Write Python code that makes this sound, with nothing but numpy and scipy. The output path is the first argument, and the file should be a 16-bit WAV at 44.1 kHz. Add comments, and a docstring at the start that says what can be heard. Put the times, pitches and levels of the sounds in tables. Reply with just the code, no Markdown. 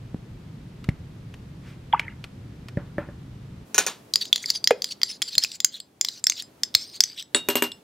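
"""Gel poured from a steel cup into a glass jug

Thick gel slides and plops into the jug: gliding sines sound its hollow, coloured noise ticks.
A spoon is picked up, clinks and scrapes around the wet cup (damped modes, stick-slip noise),
then is tapped on the jug's rim, where glass, steel and counter modes ring together.
A low rumble gives way to a thin hush; the close microphone in a small room overloads on the
hardest clinks."""
import sys
import numpy as np
from scipy import signal
from scipy.fft import rfft, irfft, next_fast_len
from scipy.io import wavfile
from scipy.ndimage import uniform_filter1d, map_coordinates

SR = 44100
rng = np.random.default_rng(int(sys.argv[2]) if len(sys.argv) > 2 else 0)


def to_wav(s):
    """Save 16-bit WAV."""
    ch = np.atleast_2d(s).T  # columns
    pcm = np.round(np.clip(ch, -1, 1) * 32767)  # PCM
    wavfile.write(sys.argv[1], SR, pcm.astype(np.int16))


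N = 345290
T = np.arange(SR // 3) / SR  # time within one blow [s]
WALL_HZ = 5120  # strongest ring in the middle of the cup wall


def amp(db):
    """Decibels to gain."""
    return 10 ** (np.asarray(db) / 20)


def unit(x):
    """Scale to rms 1."""
    return x / np.sqrt(np.mean(x ** 2) + 1e-20)


def along(points, hz):
    """Interpolate (frequency, value) points on a log-frequency axis."""
    f, v = np.transpose(points)
    return np.interp(np.log(hz + 1), np.log(f + 1), v)


def filtered(x, response):
    """Multiply the spectrum of x by a response of frequency."""
    n = x.shape[-1]
    m = next_fast_len(n + SR // 4)
    return irfft(rfft(x, m) * response(np.fft.rfftfreq(m, 1 / SR)), m)[..., :n]


def noise(spectrum, size):
    """Coloured noise of rms 1."""
    return unit(filtered(rng.standard_normal(size), lambda hz: amp(along(spectrum, hz))))


def add(track, s, sound):
    """Mix a sound into the track at s seconds."""
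    part = track[round(s * SR):][:len(sound)]
    part += sound[:len(part)]


def fade(t60):
    """Exponential decay by 60 dB in t60 seconds."""
    return np.exp(-np.log(1000) * T / t60)


def wobble(rate):
    """Smooth random curve over one blow, rate knots a second."""
    return map_coordinates(rng.standard_normal(int(rate) + 2), [T * rate])


def ring(modes, scatter_db, colour=lambda hz: 0):
    """Struck modes decay as sines, each at a new strength and with a wavering phase."""
    out = 0
    for hz, db, t60 in modes:
        phase_cycles = rng.random() + .07 * np.sqrt(hz / WALL_HZ) * wobble(170)
        level = amp(db + colour(hz) + scatter_db * rng.normal())
        out = out + level * fade(t60) * np.sin(2 * np.pi * (hz * T + phase_cycles))
    return out


def resonances(peaks, hz):
    """Response of (frequency, width, level) resonances in alternating polarity."""
    total = 0
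    for k, (c, w, db) in enumerate(peaks):
        total = total + (-1) ** k * amp(db) * 1j * hz * w / (c * c - hz * hz + 1j * hz * w)
    return total


def focus(hz, centre_hz, octaves):
    """Bell on the log-frequency axis: the contact point favours some modes."""
    return np.exp(-(np.log2((hz + 1) / centre_hz) / octaves) ** 2)


def above(x, hz):
    """High-pass: small things radiate no bass."""
    return signal.sosfilt(signal.butter(2, hz, "high", fs=SR, output="sos"), x)


def patchy(x, depth_db, size=256):
    """Each small patch of time and frequency gets its own strength."""
    z = signal.stft(x, nperseg=size)[2]
    field = uniform_filter1d(rng.standard_normal(z.shape), 4, axis=0)
    field = uniform_filter1d(field, 4, axis=1)
    return signal.istft(z * amp(depth_db * unit(field)), nperseg=size)[1][:len(x)]


# spectrum of the first rumble: (frequency [Hz], level [dB])
RUMBLE_SPECTRUM = [(15, -46.5), (25, -9.5), (126, 5), (313, -11.5), (700, -25.5), (3720, -35), (13200, -51),
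                   (15500, -61)]
# spectrum of the later hush: (frequency [Hz], level [dB])
HUSH_SPECTRUM = [(24, -53), (55, -18), (120, -6), (266, -5.5), (1600, -25), (15500, -36.5)]
# hush over time, before hush_db: (time [s], level [dB])
HUSH_LEVEL = [(3.7, -52), (4.83, -55), (5.86, -62), (6.64, -55), (7.26, -61.5), (7.49, -50.5), (7.83, -57)]
# side channel, alike at both ports only in the bass: (frequency [Hz], level [dB])
FLOOR_WIDTH = [(90, -35.5), (250, -14), (600, -2.5)]
RUMBLE_DB, RUMBLE_END_S, RUMBLE_FADE_S = -41, 3.655, 0.014
WHINE_HZ, WHINE_DB = 13006, -83


def background(hush_db=1):
    """Steady low noise and a faint electric whine give way abruptly to a thinner, wavering hush."""
    t = np.arange(N) / SR
    stopped = (1 + np.tanh((t - RUMBLE_END_S) / RUMBLE_FADE_S)) / 2
    rumble = amp(RUMBLE_DB) * (1 - stopped) * noise(RUMBLE_SPECTRUM, (2, N))
    hush_gain = amp(hush_db + np.interp(t, *np.transpose(HUSH_LEVEL)))
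    hush = hush_gain * stopped * noise(HUSH_SPECTRUM, (2, N))
    mid, side = rumble + hush
    mid = mid + amp(WHINE_DB) * (1 - stopped) * np.sin(2 * np.pi * WHINE_HZ * t)
    side = filtered(side, lambda hz: amp(along(FLOOR_WIDTH, hz)))
    return mid + np.array([side, -side])


# soft knocks: (time [s], push level [dB], push frequency [Hz], counter level [dB])
BUMPS = [(0.145, -12, 200, -58), (0.888, -3, 140, -42), (2.772, -7.5, 168, -29.5), (2.982, -13.5, 194, -23),
         (3.087, -25, 172, -41), (5.374, -29.5, 118, -49.5), (6.7515, -32, 90, -58)]
# counter modes: (frequency [Hz], level [dB], t60 [s])
WORKTOP_MODES = [(315, -2.5, 0.11), (576, 4, 0.065), (1765, 4, 0.011)]
BUMP_CYCLES = 3.57  # t60 of the push in cycles


def handling(grain_db=-12, grain_t60_s=0.29):
    """Dull bumps: a low push of a few cycles and the knock of the counter."""
    out = np.zeros(N)
    for s, db, hz, knock_db in BUMPS:
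        add(out, s, amp(db) * fade(BUMP_CYCLES / hz) * np.sin(2 * np.pi * hz * T))
        grain = amp(grain_db) * noise([(1700, 7), (6000, -32)], len(T)) * fade(grain_t60_s)
        add(out, s, amp(knock_db) * (ring(WORKTOP_MODES, 2) + grain) * (1 - fade(.005)))
    return above(out, 58)


# air pockets in the gel, and the short 2.2 kHz ring of an early knock:
# (time [s], level [dB], starting pitch [Hz], swell [s])
PLOPS = [(0.89, -21, 2175, 0.00019), (1.927, -20, 3240, 0.0033), (1.934, -5, 880, 0.0035),
         (1.946, -11.5, 1153, 0.00057), (1.996, -10, 2230, 0.00016), (2.081, -24, 2030, 0.001),
         (4.441, -23, 2100, 0.00067)]
# jug modes under the lump: (frequency [Hz], level [dB], t60 [s])
LUMP_MODES = [(414.5, -16.5, 0.11), (2500, -30, 0.11)]
# small ticks, one of them on that knock, before tick_db: (time [s], level [dB])
TICKS = [(0.842, -34.5), (.889, -29.5), (1.34, -37.5), (1.995, -21), (2.241, -29), (2.685, -33),
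         (4.7074, -14)]
# spectrum of a tick: (frequency [Hz], level [dB])
TICK_SPECTRUM = [(300, -4), (2200, 6), (9000, -14.5), (15000, -24)]
# air in the jug: (frequency [Hz], width [Hz], level [dB])
HOLLOW = [(478, 18, -4), (928, 6.2, -4), (2400, 60, -6)]
PLOP_CYCLES, RISE_OCTAVES_PER_S = 23.7, 7.4  # t60 in cycles of the starting pitch
LUMP_S, LUMP_DB, LUMP_T60_S = 4.7088, -1.5, 0.039
LUMP_HZ, LUMP_DROP_OCTAVES, LUMP_SETTLE_S = 479, 1, 0.00098  # pitch falls as the cavity opens


def gel(hollow_db=-9, slither_db=-53, tick_db=-2.0):
    """Gel slithers, ticks and plops, an early knock rings, a lump drops; the jug's hollow answers."""
    out = np.zeros(N)
    for s, db, hz, swell_s in PLOPS:
        shape = (1 - np.exp(-(T / swell_s) ** 2)) * fade(PLOP_CYCLES / hz)
        pitch_hz = hz * 2 ** (RISE_OCTAVES_PER_S * np.minimum(T, .02))  # climbs for 20 ms
        plop = np.sin(2 * np.pi * np.cumsum(pitch_hz) / SR)
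        add(out, s, amp(db) * shape / shape.max() * plop)
    pitch_hz = LUMP_HZ * 2 ** (LUMP_DROP_OCTAVES * np.exp(-T / LUMP_SETTLE_S))
    lump = fade(LUMP_T60_S) * np.sin(2 * np.pi * np.cumsum(pitch_hz) / SR)
    add(out, LUMP_S, amp(LUMP_DB) * lump)
    add(out, LUMP_S, ring(LUMP_MODES, 0.84))
    for s, db in TICKS:
        add(out, s, amp(db + tick_db) * noise(TICK_SPECTRUM, len(T)) * fade(0.031))
    slither = noise(TICK_SPECTRUM, len(T)) * np.exp(-((T - .09) / 0.058) ** 2)
    add(out, 1.6, amp(slither_db) * slither)
    return out + amp(hollow_db) * filtered(out, lambda hz: resonances(HOLLOW, hz))


def spatter(count=110, level_db=-39, hz=1800):
    """Tiny bubbles burst within 0.2 s, most densely at first, each rising in pitch."""
    out = np.zeros(N)
    for when, size, pitch in rng.random((count, 3)):
        start_hz = hz * 2 ** (1.4 * (pitch - .5))
        bubble = np.sin(2 * np.pi * start_hz * T * (1 + 4 * T)) * fade(.03) * (1 - fade(.01))
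        add(out, 1.926 + 0.2 * when ** 2, amp(level_db + 12 * (size - when)) * bubble)
    return out


# spoon knocks on the counter: (time [s], level [dB])
PICKUP = [(3.7449, -14), (3.7808, -2), (3.865, -12)]
# free spoon modes: (frequency [Hz], level [dB], t60 [s])
SPOON_MODES = [(415, -22, .09), (1500, -16, .06), (1772, -21, .1), (2449, -21, .15), (4858, -25, .12),
               (5650, -15, .08), (5880, -8, .03), (6150, -9, .03), (6641, -15, .1), (6699, -12, .1),
               (8904, -22, .12), (10720, -22, .08), (13800, -21, .06)]
# spectrum of the counter being struck: (frequency [Hz], level [dB])
CLATTER_SPECTRUM = [(88, -56.5), (150, -20.5), (404, -12), (1550, -9.5), (1950, -13.5), (3800, -9.5),
                    (7130, -20), (15500, -32)]


def pickup(clatter_db=-18, drag_db=-30):
    """The spoon rings freely as it clatters and drags off the counter."""
    out = np.zeros(N)
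    for s, db in PICKUP:
        clatter = noise(CLATTER_SPECTRUM, len(T)) * (fade(0.19) + 3.2 * fade(0.0061))
        add(out, s, amp(db) * (ring(SPOON_MODES, 0.19) + amp(clatter_db) * clatter))
    add(out, 3.868, amp(drag_db) * noise(CLATTER_SPECTRUM, len(T)) * fade(0.23))
    return out


HALF_EMPTY_S, MODE_RISE_PER_S = 5.7, .028  # rise as a share of the pitch


def emptied(modes, s):
    """Cup modes at s seconds: they rise as gel leaves and shift a little with each new grip."""
    moved = []
    for hz, db, t60 in modes:
        factor = 1 + MODE_RISE_PER_S * (s - HALF_EMPTY_S) + .012 * rng.normal()
        moved.append((hz * factor, db, t60))
    return moved


# spoon against cup; a bare edge sounds a wider band than a cushioned one:
# (time [s], level [dB], strongest ring [Hz], edge [dB])
CLINKS = [(4.1371, -4.5, 4150, -6), (4.157, -2, 4840, 3.5), (4.3283, 1.5, 3420, 4.5),
          (4.359, -8, 4200, 4.5), (4.4587, -12.5, 4860, -10.5), (4.5024, -1.5, 4670, -4),
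          (4.642, -8, 4715, -5.5), (4.6735, -0.5, 5360, 10), (4.8202, -11, 4680, -2),
          (4.8427, -7.5, 4890, -2), (5.016, -15.5, 5070, 15), (5.032, -1.5, 4620, 8.5),
          (5.2237, -8.5, 5400, 8), (5.3805, 1, 4315, -5), (5.4372, -3.5, 4800, -8), (5.6026, -8.5, 7040, 7),
          (5.6457, 0.5, 7180, -6), (6.0111, -5, 7080, 0.5), (6.0477, -10, 5240, 6.5),
          (6.0858, -10.5, 4020, 4.5), (6.2403, -7, 7390, -6), (6.2683, -0.5, 5440, 5.5),
          (6.2979, -5, 6400, 4), (6.6335, -6, 4920, 2), (6.7498, 5, 4260, 5), (7.005, 3.5, 4804, 2),
          (7.0372, -4, 5960, -2.5)]
# gel-damped cup and spoon, half empty: (frequency [Hz], level [dB], t60 [s])
STEEL_MODES = [(1200, -16.5, 0.0064), (2090, -4, 0.006), (3420, -3, 0.0086), (3664, 7.5, 0.0031),
               (4062, 2, 0.0042), (4440, -1.5, 0.012), (5008, 3.5, 0.018), (5865, -5, 0.012),
               (6382, -7.5, 0.02), (7110, -1, 0.01), (9800, -14.5, 0.013), (11410, 3, 0.0044)]
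# dry rim singing on, half empty: (frequency [Hz], level [dB], t60 [s])
AFTERRING_MODES = [(4100, -41, .16), (4950, -30, .13), (7400, -32, .14)]
# colour of a blow on the middle of the wall: (frequency [Hz], level [dB])
CLINK_TILT = [(2100, -2.5), (3300, 1), (5000, -5), (6400, 0), (7900, -7), (9600, -18.5)]
# spectrum of that blow's crack: (frequency [Hz], level [dB])
CRACK_SPECTRUM = [(150, -33), (900, -11), (3500, -1.5), (7000, 1), (12000, -6.5)]
# how much of the edge each band gets: (frequency [Hz], share [1])
EDGE_SHARE = [(2100, 0.9), (3300, 0.91), (4700, 0), (7000, 0), (10000, .4)]


def clinks(level_db=0, main_db=6, main_t60_s=0.01, crack_db=-5, crack_t60_s=0.011):
    """Steel meets steel for a few ms; gel and fingers choke the ring at once."""
    out = np.zeros(N)
    contact = 1 - np.exp(-T / .0008)
    for s, db, main_hz, edge_db in CLINKS:
        tilt = lambda hz: along(CLINK_TILT, hz) + edge_db * along(EDGE_SHARE, hz)
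        colour = lambda hz: tilt(hz) + 6 * (focus(hz, main_hz, .25) - .5)
        body = ring(emptied(STEEL_MODES, s) + [(main_hz, main_db, main_t60_s)], 2, colour)
        spectrum = [(hz, level + edge_db * along(EDGE_SHARE, hz)) for hz, level in CRACK_SPECTRUM]
        crack = noise(spectrum, len(T)) * fade(crack_t60_s)
        blow = (body + amp(crack_db) * crack) * contact
        afterring = ring(emptied(AFTERRING_MODES, s), 3, lambda hz: tilt(hz) / 2)
        add(out, s, amp(db + level_db) * (blow / np.abs(blow).max() + afterring))
    return out


# colour of the rubbing: (frequency [Hz], level [dB])
RUB_COLOUR = [(1000, -12.5), (3000, -3.5), (9500, 0), (11500, -19.5), (15500, -8.5)]
SLIPS_PER_S = 500  # wet stick-slip
ARCH_OCTAVES, ARCH_S, WANDER_OCTAVES = 0.12, 0.032, .03  # pitch follows the pressure


def rasp(s, centre_hz, focus_db=9, octaves=0.45, sing_db=3, smear=0.2):
    """Slips excite the wall, detuned by the spoon; the contact sings, most near the wall's ring."""
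    wall = []
    for hz, db, t60 in emptied(STEEL_MODES, s):
        width_hz = 2 * np.log(1000) / np.pi / t60
        wall.append((hz * (1 + .06 * rng.normal()), width_hz, db))
    strength = amp(6 * np.clip(rng.standard_normal(len(T)), -2, 2))
    catches = (rng.random(len(T)) < SLIPS_PER_S / SR) * strength
    slips = catches + smear * rng.standard_normal(len(T))
    colour = lambda hz: amp(focus_db * focus(hz, centre_hz, octaves) + along(RUB_COLOUR, hz))
    grit = filtered(slips, lambda hz: resonances(wall, hz) * colour(hz))
    arch = ARCH_OCTAVES * (np.exp(-((T - T.mean()) / ARCH_S) ** 2) - 1)
    pitch_hz = centre_hz * 2 ** (arch + WANDER_OCTAVES * wobble(70))
    waver = 1 + .5 * wobble(350) + .5j * wobble(350)  # level and phase
    tone = np.real(waver * np.exp(2j * np.pi * np.cumsum(pitch_hz) / SR))
    sing = amp(sing_db + 10 * (focus(centre_hz, WALL_HZ, .15) - 1))
    return unit(unit(patchy(grit, 5)) + sing * unit(tone))


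# drags along the wet wall: (landing time [s], leaving time [s])
SCOOPS = [(4.159, 4.3), (4.33, 4.58), (4.845, 4.93), (5.034, 5.18), (5.224, 5.37), (5.385, 5.57),
          (6.05, 6.21), (6.271, 6.42), (6.754, 6.98), (7.008, 7.16)]
# spoon bearing on bare steel: (middle time [s], Gaussian sigma [s], level [dB], pitch [Hz])
RASPS = [(4.221, 0.0062, -21.5, 4600), (4.433, 0.0065, -36, 6200), (4.498, 0.014, -30.5, 4700),
         (4.56, 0.013, -29, 4850), (4.918, 0.0082, -29.5, 4500), (5.107, 0.011, -31.5, 5200),
         (5.286, 0.0056, -27.5, 4400), (5.336, .013, -31.5, 4300), (5.433, 0.0093, -26, 5300),
         (5.552, 0.0087, -37.5, 7100), (5.754, 0.021, -40, 3450), (6.392, 0.015, -32, 3900),
         (6.82, 0.015, -34.5, 5400), (6.958, 0.015, -37, 4400), (7.193, 0.017, -34, 3450)]
BITE_S, EASE_DB_PER_S = .015, 37.5  # the spoon bears down, then the hand eases off


def scrapes(drag_db=-41.0):
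    """The spoon drags lightly through each scoop and rasps wherever it bears on bare steel."""
    out = np.zeros(N)
    for start, end in SCOOPS:
        pressure = np.clip(np.minimum(T, end - start - T) / BITE_S, 0, 1)
        drag = amp(drag_db - EASE_DB_PER_S * T) * pressure
        add(out, start, drag * rasp(start, WALL_HZ, sing_db=-5.5))
    for s, sigma_s, db, hz in RASPS:
        swell = np.exp(-((T - T.mean()) / sigma_s) ** 2 / 2)
        add(out, s - T.mean(), amp(db) * swell * rasp(s, hz))
    return out


# light ticks of the spoon's edge: (time [s], level [dB])
EDGE_TICKS = [(4.254, -19), (4.379, -22), (5.219, -9), (5.353, -13.5), (5.447, -12.5), (5.517, -23),
              (5.8014, -23), (6.321, -17.5), (6.423, -21), (6.742, -13), (7.225, -25), (7.718, -22)]


def edge_ticks(rim_db=8, tick_t60_s=0.015):
    """The edge touches or slips with a dry tick and leaves the rim faintly ringing."""
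    out = np.zeros(N)
    for s, db in EDGE_TICKS:
        tick = rasp(s, WALL_HZ, sing_db=-20, focus_db=2) * fade(tick_t60_s)
        rim = amp(rim_db) * ring(emptied(AFTERRING_MODES, s), 2)
        add(out, s, amp(db) * (tick / np.abs(tick).max() + rim))
    return out


# cup struck on its dry outside: (frequency [Hz], level [dB], t60 [s])
CUP_MODES = [(3480, -8, .025), (3745, -21, .3), (4400, -8, .014), (7140, -16, .12), (7945, -12, .1),
             (9220, -16, .08)]
# spoon struck on its neck: (frequency [Hz], level [dB], t60 [s])
NECK_MODES = [(6700, -9, .014), (8904, -22, .1), (11720, -15, .12), (13930, -14, .09)]
# jug glass: (frequency [Hz], level [dB], t60 [s])
GLASS_MODES = [(2765, -19, .18), (2813, -15, .25), (7945, -19, .11)]
# jug rocking on the counter: (frequency [Hz], level [dB], t60 [s])
BASE_MODES = [(245, -4, 0.16), (314, -6, 0.15), (401, -1, 0.14), (577, -3.5, 0.097), (963, -6, 0.12),
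              (1750, 0.5, 0.018)]
CUP_TAP_S = 7.347
SPOON_TAP_S, TAP_GAP_S, TAP_LOSS_DB = 7.487, .068, 0.5  # even rhythm; loss per tap, jug only


def taps(cup_db=-3.5, spoon_db=-9, jug_db=-8.5, thud_db=-21, crack_db=-6,
         rock_db=-4, rock_s=0.013, count=3):
    """Cup, then spoon, on the jug's rim: both ring; the jug thuds and rocks once on the counter."""
    out = np.zeros(N)
    blows = [(CUP_TAP_S, -2.5, amp(cup_db) * ring(CUP_MODES, 1.0))]
    for k in range(count):
        steel = amp(spoon_db) * ring(NECK_MODES, 0.39)
        blows.append((SPOON_TAP_S + k * TAP_GAP_S, -k * TAP_LOSS_DB, steel))
    for s, db, steel in blows:
        crack = amp(crack_db) * noise(TICK_SPECTRUM, len(T)) * fade(.025)
        jug = amp(db + jug_db) * (ring(GLASS_MODES, 1) + crack)
        thud = amp(db + thud_db) * ring(BASE_MODES, 2)
        add(out, s, steel + jug + thud)
        rock = noise(CLATTER_SPECTRUM, len(T)) * fade(0.13)
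        add(out, s + rock_s, amp(db + thud_db + rock_db) * rock)
    return above(out, 100.0)


# room decay: (frequency [Hz], t60 [s])
KITCHEN_T60 = [(150, 0.32), (4000, 0.32), (14000, 0.018)]


def kitchen(x, early_db=-19, early_t60_s=0.1, tail_db=-24):
    """Quick reflections from jug and counter plus the room's faint tail, as decaying noise."""
    hz, t, z = signal.stft(rng.standard_normal(len(T)), SR, nperseg=256)
    decay = amp(-60 * t / along(KITCHEN_T60, hz)[:, None])
    tail = signal.istft(z * decay, SR, nperseg=256)[1][:len(T)]
    early = rng.standard_normal(len(T)) * fade(early_t60_s)
    answer = amp(early_db) * early / np.linalg.norm(early)
    answer = answer + amp(tail_db) * tail / np.linalg.norm(tail)
    return signal.fftconvolve(x, np.pad(answer, (SR // 400, 0)))[:N]  # 2.5 ms later


# side channel of a source, before its own width: (frequency [Hz], level [dB])
WIDTH = [(2500, -39.5), (4800, -25.5), (8000, -7.5), (13000, -4.5)]


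def scene(diffuse_db=-9, cup_width_db=-4, jug_width_db=3, spoon_width_db=11):
    """Two close microphone ports hear the same bass; the treble differs more for things off side."""
    cup = clinks() + scrapes() + edge_ticks()
    jug = taps() + above(gel() + spatter(), 290) + handling()
    spoon = pickup()
    direct = cup + jug + spoon
    mid = direct + kitchen(direct)
    side = amp(diffuse_db) * kitchen(direct)
    for sound, width_db in (cup, cup_width_db), (jug, jug_width_db), (spoon, spoon_width_db):
        side += filtered(sound, lambda hz: 1j * amp(np.minimum(along(WIDTH, hz) + width_db, 0)))
    balance = amp([[.2], [-.2]])
    return np.array([mid + side, mid - side]) * balance + background()


TOP_HZ = 15800


def record(dry):
    """The loudest peaks flatten towards full scale; a steep low-pass then sets the band limit."""
    clipped = dry / (1 + np.abs(dry) ** 8) ** (1 / 8)
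    return filtered(clipped, lambda hz: 1 / (1 + (hz / TOP_HZ) ** 120))


dry = scene()
out = record(dry)
to_wav(out)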